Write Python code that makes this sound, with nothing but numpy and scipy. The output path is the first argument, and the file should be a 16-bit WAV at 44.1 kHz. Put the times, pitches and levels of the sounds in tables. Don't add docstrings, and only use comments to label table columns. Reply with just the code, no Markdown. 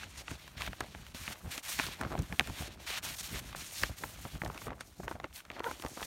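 import sys
import numpy as np
from scipy import signal
from scipy.fft import rfft, irfft
from scipy.io import wavfile
from scipy.ndimage import uniform_filter1d

SR = 44100
rng = np.random.default_rng(int(sys.argv[2]) if len(sys.argv) > 2 else 0)


def materialize(psi):
    bounded = np.clip(np.atleast_2d(psi).T, -1, 1)
    quanta = np.round(bounded * 32767).astype(np.int16)
    wavfile.write(sys.argv[1], SR, quanta)


N = 267246
T = np.arange(N) / SR


def undb(db):
    return 10 ** (np.asarray(db) / 20)


def unit(x):
    return x / np.sqrt(np.mean(x ** 2))


def curve(rows):
    s, *columns = np.transpose(rows)
    return [np.interp(T, s, column) for column in columns]


def colour(x, points):
    hz, db = np.transpose(points)
    f = np.maximum(np.fft.rfftfreq(N, 1 / SR), 1)
    gain = undb(np.interp(np.log(f), np.log(hz), db))
    return unit(irfft(rfft(x) * gain, N))


def resonate(x, hz, q):
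    b, a = signal.iirpeak(hz, q, fs=SR)
    return signal.lfilter(b, a, x)


def resonate_twice(x, hz, q):
    return resonate(resonate(x, hz, q), hz, q)


def walk(rate_hz):
    hold = int(SR / rate_hz)
    steps = np.repeat(rng.standard_normal(N // hold + 1), hold)
    return uniform_filter1d(steps, hold)[:N]


def slips(rate_hz, spread_db):
    hit = rng.random(N) < rate_hz / SR
    boost_db = spread_db * np.minimum(rng.exponential(size=N), 3.0)
    return hit * rng.standard_normal(N) * undb(boost_db)


# (start [s], length [s], hiss level [dB], swell from start to end [dB],
# sag at both ends [dB], body re hiss [dB], top re hiss [dB])
STROKE_ROWS = [(0, 0.16, -61, -4.5, -8, 3.5, -6), (0.176, 0.044, -45.5, -8, 3, -3.5, -12),
               (0.235, 0.14, -50, 4, 14, 0, -9), (0.38, 0.2, -63, -8, 6, 6, 1),
               (0.574, 0.11, -54, -2.5, 3, 8, 0), (0.701, 0.42, -62.5, -0.5, 1, 4.5, -1.5),
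               (1.149, 0.18, -50, 4.5, -4.5, 0, -1), (1.353, 0.15, -62.5, 0, -2, 1.5, 1),
               (1.514, 0.083, -45.5, -5, 1, 0.5, 0.5), (1.632, 0.16, -42, 3.5, 6.5, -1.5, -1),
               (1.784, 0.16, -46, -10.5, 1, 1.5, -2), (1.92, 0.62, -59.5, 0.5, -3, 1.5, 0),
               (2.531, 0.15, -48, 3.5, 9, 1.5, -1), (2.691, 0.057, -59, 7, 4, 2, -4),
               (2.801, 0.1, -55.5, 1, 0, 1.5, -3), (2.867, 0.12, -45, 3, -0.5, 3.5, -2.5),
               (3.031, 0.12, -43, -6.5, 5, 0, -0.5), (3.162, 0.011, -46, 4, 2, -9, 1),
               (3.187, 0.028, -36.5, -2.5, 3, -10.5, -6), (3.23, 0.046, -44.5, 1.5, -0.5, -5, 0),
               (3.287, 0.11, -47, 5.5, 1.5, 2, -2.5), (3.405, 0.15, -55, -1.5, 8.5, 3, -3),
               (3.562, .15, -46.5, -6, 0.5, -4.5, -5.5), (3.721, 0.16, -42.5, 6, 4.5, -5.5, -1.5),
               (3.887, 0.1, -58, 0.5, -9.5, -5, -2), (3.989, 0.16, -52.5, -3, 6.5, -2, 2),
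               (4.137, 0.24, -57.5, 0, 1, 1, 2.5), (4.397, 0.15, -61.5, 1, -1, -4, 3.5),
               (4.544, 0.13, -57.5, 1.5, -2.5, 0.5, 1.5), (4.81, 0.019, -54.5, -12, -1, -2.5, -18),
               (4.845, 0.21, -62.5, 5, -3, -24, -2.5), (5.092, 0.073, -60, -12, 0.5, -3, -1),
               (5.336, 0.088, -51.5, -7, 15.5, -0.5, 5.5), (5.506, 0.092, -64.5, 13, 18, 10.5, 1),
               (5.636, 0.15, -53, -5, 5.5, 1.5, -2), (5.793, 0.26, -52.5, 8, -1.5, -7.5, -3.5)]
GRIP_S, LIFT_S = 0.011, 0.017
REST_HISS_DB = -70.5


def strokes():
    hiss = body = top = undb(REST_HISS_DB) ** 2
    for s, length_s, db, swell_db, sag_db, body_db, top_db in STROKE_ROWS:
        along = np.clip((T - s) / length_s, 0, 1) - .5
        grip = np.minimum((T - s) / GRIP_S, 0)
        lift = np.minimum((s + length_s - T) / LIFT_S, 0)
        level_db = db + swell_db * along - sag_db * (2 * along) ** 2 + 20 * (grip + lift)
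        power = undb(level_db) ** 2
        hiss = hiss + power
        body = body + power * undb(body_db) ** 2
        top = top + power * undb(top_db) ** 2
    return np.sqrt(hiss), np.sqrt(body), np.sqrt(top)


def patches(grain, centres_hz, flutter_db):
    return sum(undb(flutter_db * walk(35.)) * resonate(grain, hz, 1.8) for hz in centres_hz)


# (frequency [Hz], relative level [dB])
HISS_FILTER = [(1800, -61), (3200, -5.5), (5000, -0.5), (9000, -2.5), (13000, -4), (16000, -7.5)]
# (frequency [Hz], relative level [dB])
BODY_FILTER = [(290, -60), (500, 0), (742, -3), (1060, 3), (1390, 1), (2380, 2.5), (4920, 0), (7800, -5.5),
               (13200, -120)]
BODY_FLUTTER_DB = 2.8
TOP_FROM_HZ = 9300


def slide():
    hiss_gain, body_gain, top_gain = strokes()
    grain = slips(15000., 0.73)
    grit = grain + 0.64 * slips(2300.0, 1.1)
    hiss = colour(patches(grain, (4400.0, 6770.0, 9530.0, 13200.0), 3.5), HISS_FILTER)
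    body = colour(patches(grit, (815.0, 1580.0, 2290.0, 3310.0), BODY_FLUTTER_DB), BODY_FILTER)
    top = signal.sosfiltfilt(signal.butter(2, TOP_FROM_HZ, "high", fs=SR, output="sos"), hiss)
    mix = hiss_gain * (hiss - top) + top_gain * top + body_gain * body
    return undb(1.17 * walk(70.)) * mix


THUD_HZ, THUD_SPREAD = 250., .22
CLEAN_DB_PER_DB = .7


def snap(db, hz, length_ms, tick_db, thud_db, chance):
    t = np.arange(len(chance)) / SR
    life_s = length_ms / 1000
    rise = (1 - np.exp(-t / (0.14 * life_s))) ** 2
    pitch_hz = hz * (0.823 + 0.782 * np.exp(-t / (0.51 * life_s)))
    ring_decay = np.exp(-(t / (0.39 * life_s)) ** 1.28)
    ring = np.sin(2 * np.pi * np.cumsum(pitch_hz) / SR) * rise * ring_decay

    scatter = resonate_twice(chance * rise * np.exp(-t / (0.41 * life_s)), hz, 0.97)
    scatter = scatter / np.abs(scatter).max()
    rag = undb(-CLEAN_DB_PER_DB * max(db + 29, 0))
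    body = -ring + 0.36 * rag * length_ms * scatter

    low_noise = unit(resonate(resonate(chance[::-1], 0.5 * hz, 1.0), 0.41 * hz, 0.89))
    tail = 0.3 * np.sqrt(rag) * low_noise * np.exp(-t / 0.0052)
    tick = resonate(chance, 3900.0, 0.86) * np.exp(-t / 0.0014)
    thud_hz = THUD_HZ * np.exp(THUD_SPREAD * chance[0])
    thud = np.sin(2 * np.pi * thud_hz * t) * (1 - np.exp(-t / 0.00032)) * np.exp(-t / 0.0048)
    return body / np.abs(body).max() + tail + undb(tick_db) * tick + undb(thud_db) * thud


# (time [s], body peak [dB], nominal pitch [Hz], length scale [ms],
# treble tick gain re body peak [dB], thud gain re body peak [dB])
SNAP_ROWS = [(0.2796, -29, 1710, 4.1, -21, -16), (0.3137, -35.5, 1150, 2.5, 3, 2.5),
             (0.62, -20.5, 2220, 0.77, -11, -29), (0.664, -35, 1970, 3.5, 6.5, -17),
             (0.6751, -31, 1110, 4.3, -40, -21), (0.731, -32.5, 1800, 2.8, -40, -29),
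             (0.8058, -25.5, 1353, 8.2, 2, -8), (0.9489, -34, 1770, 1.53, -31, -9.5),
             (1.1466, -38.5, 2020, 0.99, 5, 3), (1.278, -26, 2220, 2.4, -36, -10.5),
             (1.5783, -28.5, 3160, 1.15, 4.5, -9.5), (1.7903, -18.5, 1650, 1, -7, -18),
             (1.7974, -15, 1390, 2.64, -23, -16), (1.866, -27, 2820, 2.7, -19, -12),
             (1.886, -34, 900, 3.3, -40, -3), (2.012, -24, 1190, 3.7, -1, -3.5),
             (2.0341, -27, 1020, 2.8, -31, -9), (2.049, -28, 1030, 3.6, -31, -5),
             (2.107, -36, 865, 4.7, -40, -2), (2.1522, -26, 835, 3.3, -36, -4.5),
             (2.325, -24, 1770, 2.8, -27, -7.5), (2.3956, -7.5, 2030, 1.13, -11.5, -26),
             (2.4082, -22, 1230, 2.5, -40, -9.5), (2.4729, -35.5, 2270, 5.4, 4.5, -13),
             (2.902, -37.5, 392, 4.4, -40, -17), (3.5477, -29.5, 1210, 4.2, -27, -21),
             (3.8337, -22.5, 4100, 1.5, -5, -30), (3.835, -14, 1470, 3.1, -17, -15.5),
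             (3.895, -37.5, 506, 3, -40, -1.5), (4.0355, -24.5, 1100, 6.4, -37, -18),
             (4.2512, -31.5, 960, 5.8, -40, -1.5), (4.418, -22.5, 1670, 1.5, -26, -6),
             (4.4352, -31, 670, 3.7, -40, 0), (4.4597, -28, 990, 6.2, -40, -13),
             (4.4988, -29.5, 1020, 5.2, -40, -9), (4.617, -36, 1350, 6.7, -40, -8),
             (4.669, -31.5, 755, 3.6, -27.5, 0), (4.68, -31.5, 1120, 7.9, -26, -4),
             (4.704, -33, 1610, 5.7, -22, -5), (4.729, -37, 870, 6.9, -40, -5),
             (4.8078, -30, 1890, 3.9, 0.5, -12), (4.999, -36, 676, 7.3, -35, 2),
             (5.032, -38.5, 1200, 6.3, -23, -4), (5.0792, -23, 1120, 4.4, -18, -30),
             (5.112, -30, 910, 8.2, -9, 0), (5.152, -40, 640, 7.7, -40, 0), (5.2, -31, 1430, 1.2, -19, -18),
             (5.2416, -25, 1223, 4.4, -40, -16), (5.502, -27.5, 1430, 1.34, -23, -18),
             (5.564, -36, 1260, 6.9, -40, -10), (5.5944, -34, 2440, 3.2, -2, -16),
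             (5.603, -27.5, 660, 3.2, -29, -3.5), (5.6425, -28.5, 2370, 1.6, -25, -27),
             (5.712, -29, 1240, 2.8, -1.5, -10.5), (5.7981, -35.5, 2420, 1.4, -15, -6),
             (5.8227, -29.5, 2970, 0.5, 0, -36), (5.849, -27, 740, 1.8, -8, -6.5),
             (5.863, -32, 1740, 2, -1, -20), (5.9716, -33.5, 790, 7.4, -16, -6),
             (6.0175, -32.5, 810, 1.4, -26, -4), (6.027, -28.5, 2420, 8, -30, -24)]


def snaps():
    size = 2048
    out = np.zeros(N + size)
    for (s, db, *shape), chance in zip(SNAP_ROWS, rng.standard_normal((len(SNAP_ROWS), size))):
        i = int(s * SR)
        out[i:i + size] += undb(db) * snap(db, *shape, chance)
    return out[:N]


# (deepest at [s], width [s], air puff level [dB], crackle level [dB])
BEND_ROWS = [(0.039, 0.079, -49.5, -60), (.215, 0.044, -54, -61), (.32, 0.044, -42, -56),
             (.615, 0.057, -45, -51), (.69, 0.046, -45, -64), (0.82, 0.034, -43, -46),
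             (.895, 0.022, -48, -57), (.97, 0.083, -47.5, -64), (1.152, 0.035, -47, -62),
             (1.214, 0.03, -42, -53.5), (1.311, 0.045, -43.5, -50.5), (1.461, 0.063, -44.5, -55.5),
             (1.56, 0.024, -50, -52.5), (1.815, 0.12, -43.5, -59), (2.019, 0.047, -41.5, -43.5),
             (2.065, 0.026, -39, -47), (2.13, 0.068, -41.5, -47), (2.196, 0.037, -31, -45),
             (2.315, 0.047, -43, -51.5), (2.411, 0.035, -36.5, -51), (2.489, 0.033, -33, -50.5),
             (2.608, 0.043, -42.5, -51.5), (2.7, 0.31, -52, -59.5), (3.085, 0.14, -46.5, -61),
             (3.35, 0.094, -43.5, -54.5), (3.47, 0.15, -49.5, -67), (3.564, 0.047, -50, -60),
             (3.84, 0.022, -34, -50.5), (3.903, 0.017, -38, -55), (4.04, 0.054, -46.5, -51.5),
             (4.19, 0.24, -51, -63.5), (4.261, 0.022, -46, -47), (4.355, 0.04, -41.5, -58),
             (4.465, 0.065, -39, -48.5), (4.56, 0.054, -46.5, -50.5), (4.681, 0.064, -42.5, -46.5),
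             (4.815, 0.033, -55, -53), (5.002, 0.016, -41.5, -53), (5.05, 0.06, -45, -52),
             (5.11, 0.044, -49, -50.5), (5.16, 0.033, -48, -60), (5.244, 0.018, -53, -43),
             (5.51, 0.055, -56, -57), (5.6, 0.082, -55, -50.5), (5.69, 0.06, -55, -51.5),
             (5.85, 0.029, -47.5, -45.5), (5.919, 0.026, -46, -52.5), (6.011, 0.053, -56, -50.5)]
BEND_IN_DB, BEND_OUT_DB = 18, 13
REST_PUFF_DB, REST_CRACKLE_DB = -60.5, -67.5


def bends():
    puff, crackle = undb(REST_PUFF_DB) ** 2, undb(REST_CRACKLE_DB) ** 2
    for s, width_s, puff_db, crackle_db in BEND_ROWS:
        slope_db = np.where(T < s, BEND_IN_DB, BEND_OUT_DB)
        shape = undb(-slope_db * np.abs(T - s) / width_s) ** 2
        puff = puff + shape * undb(puff_db) ** 2
        crackle = crackle + shape * undb(crackle_db) ** 2
    return np.sqrt(puff), np.sqrt(crackle)


def wobble(hz):
    return np.sin(2 * np.pi * np.cumsum(hz * np.exp(0.38 * walk(40.))) / SR)


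# (frequency [Hz], relative level [dB])
PUFF_FILTER = [(20, -42.5), (38, -5.5), (59, 4.5), (129, -3.5), (156, -3), (327, -15), (520, -27.5),
               (880, -120)]
CREASE_SPREAD_DB = 4.5
# (centre [Hz], slips per second [1/s], level [dB])
CREASE_BANDS = ((317.0, 400., -2.5), (661.0, 600., -0.5), (1245.0, 700., -4.5),
                (2160.0, 930.0, -12.5), (6500., 250., -25))


def flex():
    puff_gain, crackle_gain = bends()
    air = colour(rng.standard_normal(N), PUFF_FILTER)
    puffs = unit(0.54 * wobble(58.) + 0.38 * wobble(120.) + 0.96 * air)
    creases = np.zeros(N)
    for hz, rate_hz, db in CREASE_BANDS:
        crackle = unit(resonate_twice(slips(rate_hz, CREASE_SPREAD_DB), hz, 1.47))
        creases += undb(db + 2.6 * walk(30.)) * crackle
    return puff_gain * undb(3.1 * walk(24.96)) * puffs + crackle_gain * creases


# (time [s], peak [dB], centre pitch [Hz])
FLICK_ROWS = [(.033, -33, 1500), (.04, -36, 2800), (0.308, -34, 1600), (.397, -46, 2500),
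              (.478, -36.5, 1170), (.58, -36, 1800), (.6089, -30.5, 1000), (0.649, -37, 1300),
              (.838, -37.5, 1500), (.862, -46, 2500), (1.066, -38, 2200), (1.49, -43, 1000),
              (1.993, -40, 900), (2.122, -38, 1300), (2.178, -33, 1500), (2.19, -33.5, 6000),
              (2.2212, -36.5, 7000), (2.498, -34, 1000), (3.4897, -43, 1500), (3.528, -33.5, 1310),
              (3.609, -38, 2500), (3.7095, -42, 2500), (4.4482, -34, 4500), (4.476, -41, 7000),
              (4.515, -42, 1200), (4.546, -36.5, 1090), (4.577, -33, 2100), (5.328, -44, 2800),
              (5.36, -36, 4250), (5.404, -38, 1800), (5.451, -40.5, 1500), (5.5146, -36, 2200),
              (5.838, -32, 900), (5.8835, -38, 7440), (5.997, -37, 597)]
FLICK_DECAY_S = 0.0024


def flicks():
    size = 512
    out = np.zeros(N + size)
    for (s, db, hz), chance in zip(FLICK_ROWS, rng.standard_normal((len(FLICK_ROWS), size))):
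        i = int(s * SR)
        flick = resonate(chance * np.exp(-T[:size] / FLICK_DECAY_S), hz, 1.8)
        out[i:i + size] += undb(db) * flick / np.abs(flick).max()
    return out[:N]


# (time [s], slip rate [Hz], level [dB], boost of odd harmonics [dB])
SQUEAK_ROWS = [(5.636, 470, -47, -7), (5.648, 474, -42, -3), (5.659, 444, -40, -4), (5.668, 500, -37.5, 4),
               (5.677, 437, -38, -8), (5.689, 512, -40, -4), (5.696, 506, -47, -14), (5.71, 520, -52, -14)]
HARMONICS_DB = [1.5, 4, -0.5, -13, -23]
SLIP_JITTER = .035


def squeak():
    hz, db, odd_db = curve(SQUEAK_ROWS)
    phase = 2 * np.pi * np.cumsum(hz * (1 + SLIP_JITTER * walk(300.))) / SR
    tone = np.zeros(N)
    for order, order_db in enumerate(HARMONICS_DB, 1):
        level_db = order_db + order % 2 * odd_db + 2.0 * walk(200.)
        tone += undb(level_db) * np.sin(order * phase)
    scrape = (1 + np.cos(phase)) * unit(resonate(rng.standard_normal(N), 570.0, 4.2))
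    on = (T > SQUEAK_ROWS[0][0]) & (T < SQUEAK_ROWS[-1][0])
    return on * undb(db + 1.6 * walk(250.)) * (unit(tone) + 0.16 * scrape)


# (frequency [Hz], relative level [dB])
ROOM_FILTER = [(20, -32), (45, 5), (100, 8), (250, -20), (2000, -45), (16000, -35)]
ROOM_DB = -76.5


def room():
    return undb(ROOM_DB) * colour(rng.standard_normal(N), ROOM_FILTER)


def scene():
    mono = slide() + snaps() + flex() + flicks() + squeak() + room()
    return np.array([mono, mono])


# (centre [Hz], width [Hz], depth [0-1])
MIC_DIP_ROWS = [(4950, 290, 0.54), (7680, 700, 0.31), (10440, 950, 0.45)]
BASS_CUT_HZ, TOP_CUT_HZ = 33., 15800


def record(dry):
    for hz, width_hz, depth in MIC_DIP_ROWS:
        dry = dry - depth * resonate(dry, hz, hz / width_hz)
    dry = signal.sosfilt(signal.butter(3, BASS_CUT_HZ, "high", fs=SR, output="sos"), dry)
    return signal.sosfilt(signal.ellip(10, .2, 70, TOP_CUT_HZ, fs=SR, output="sos"), dry)


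dry = scene()
out = record(dry)
materialize(out)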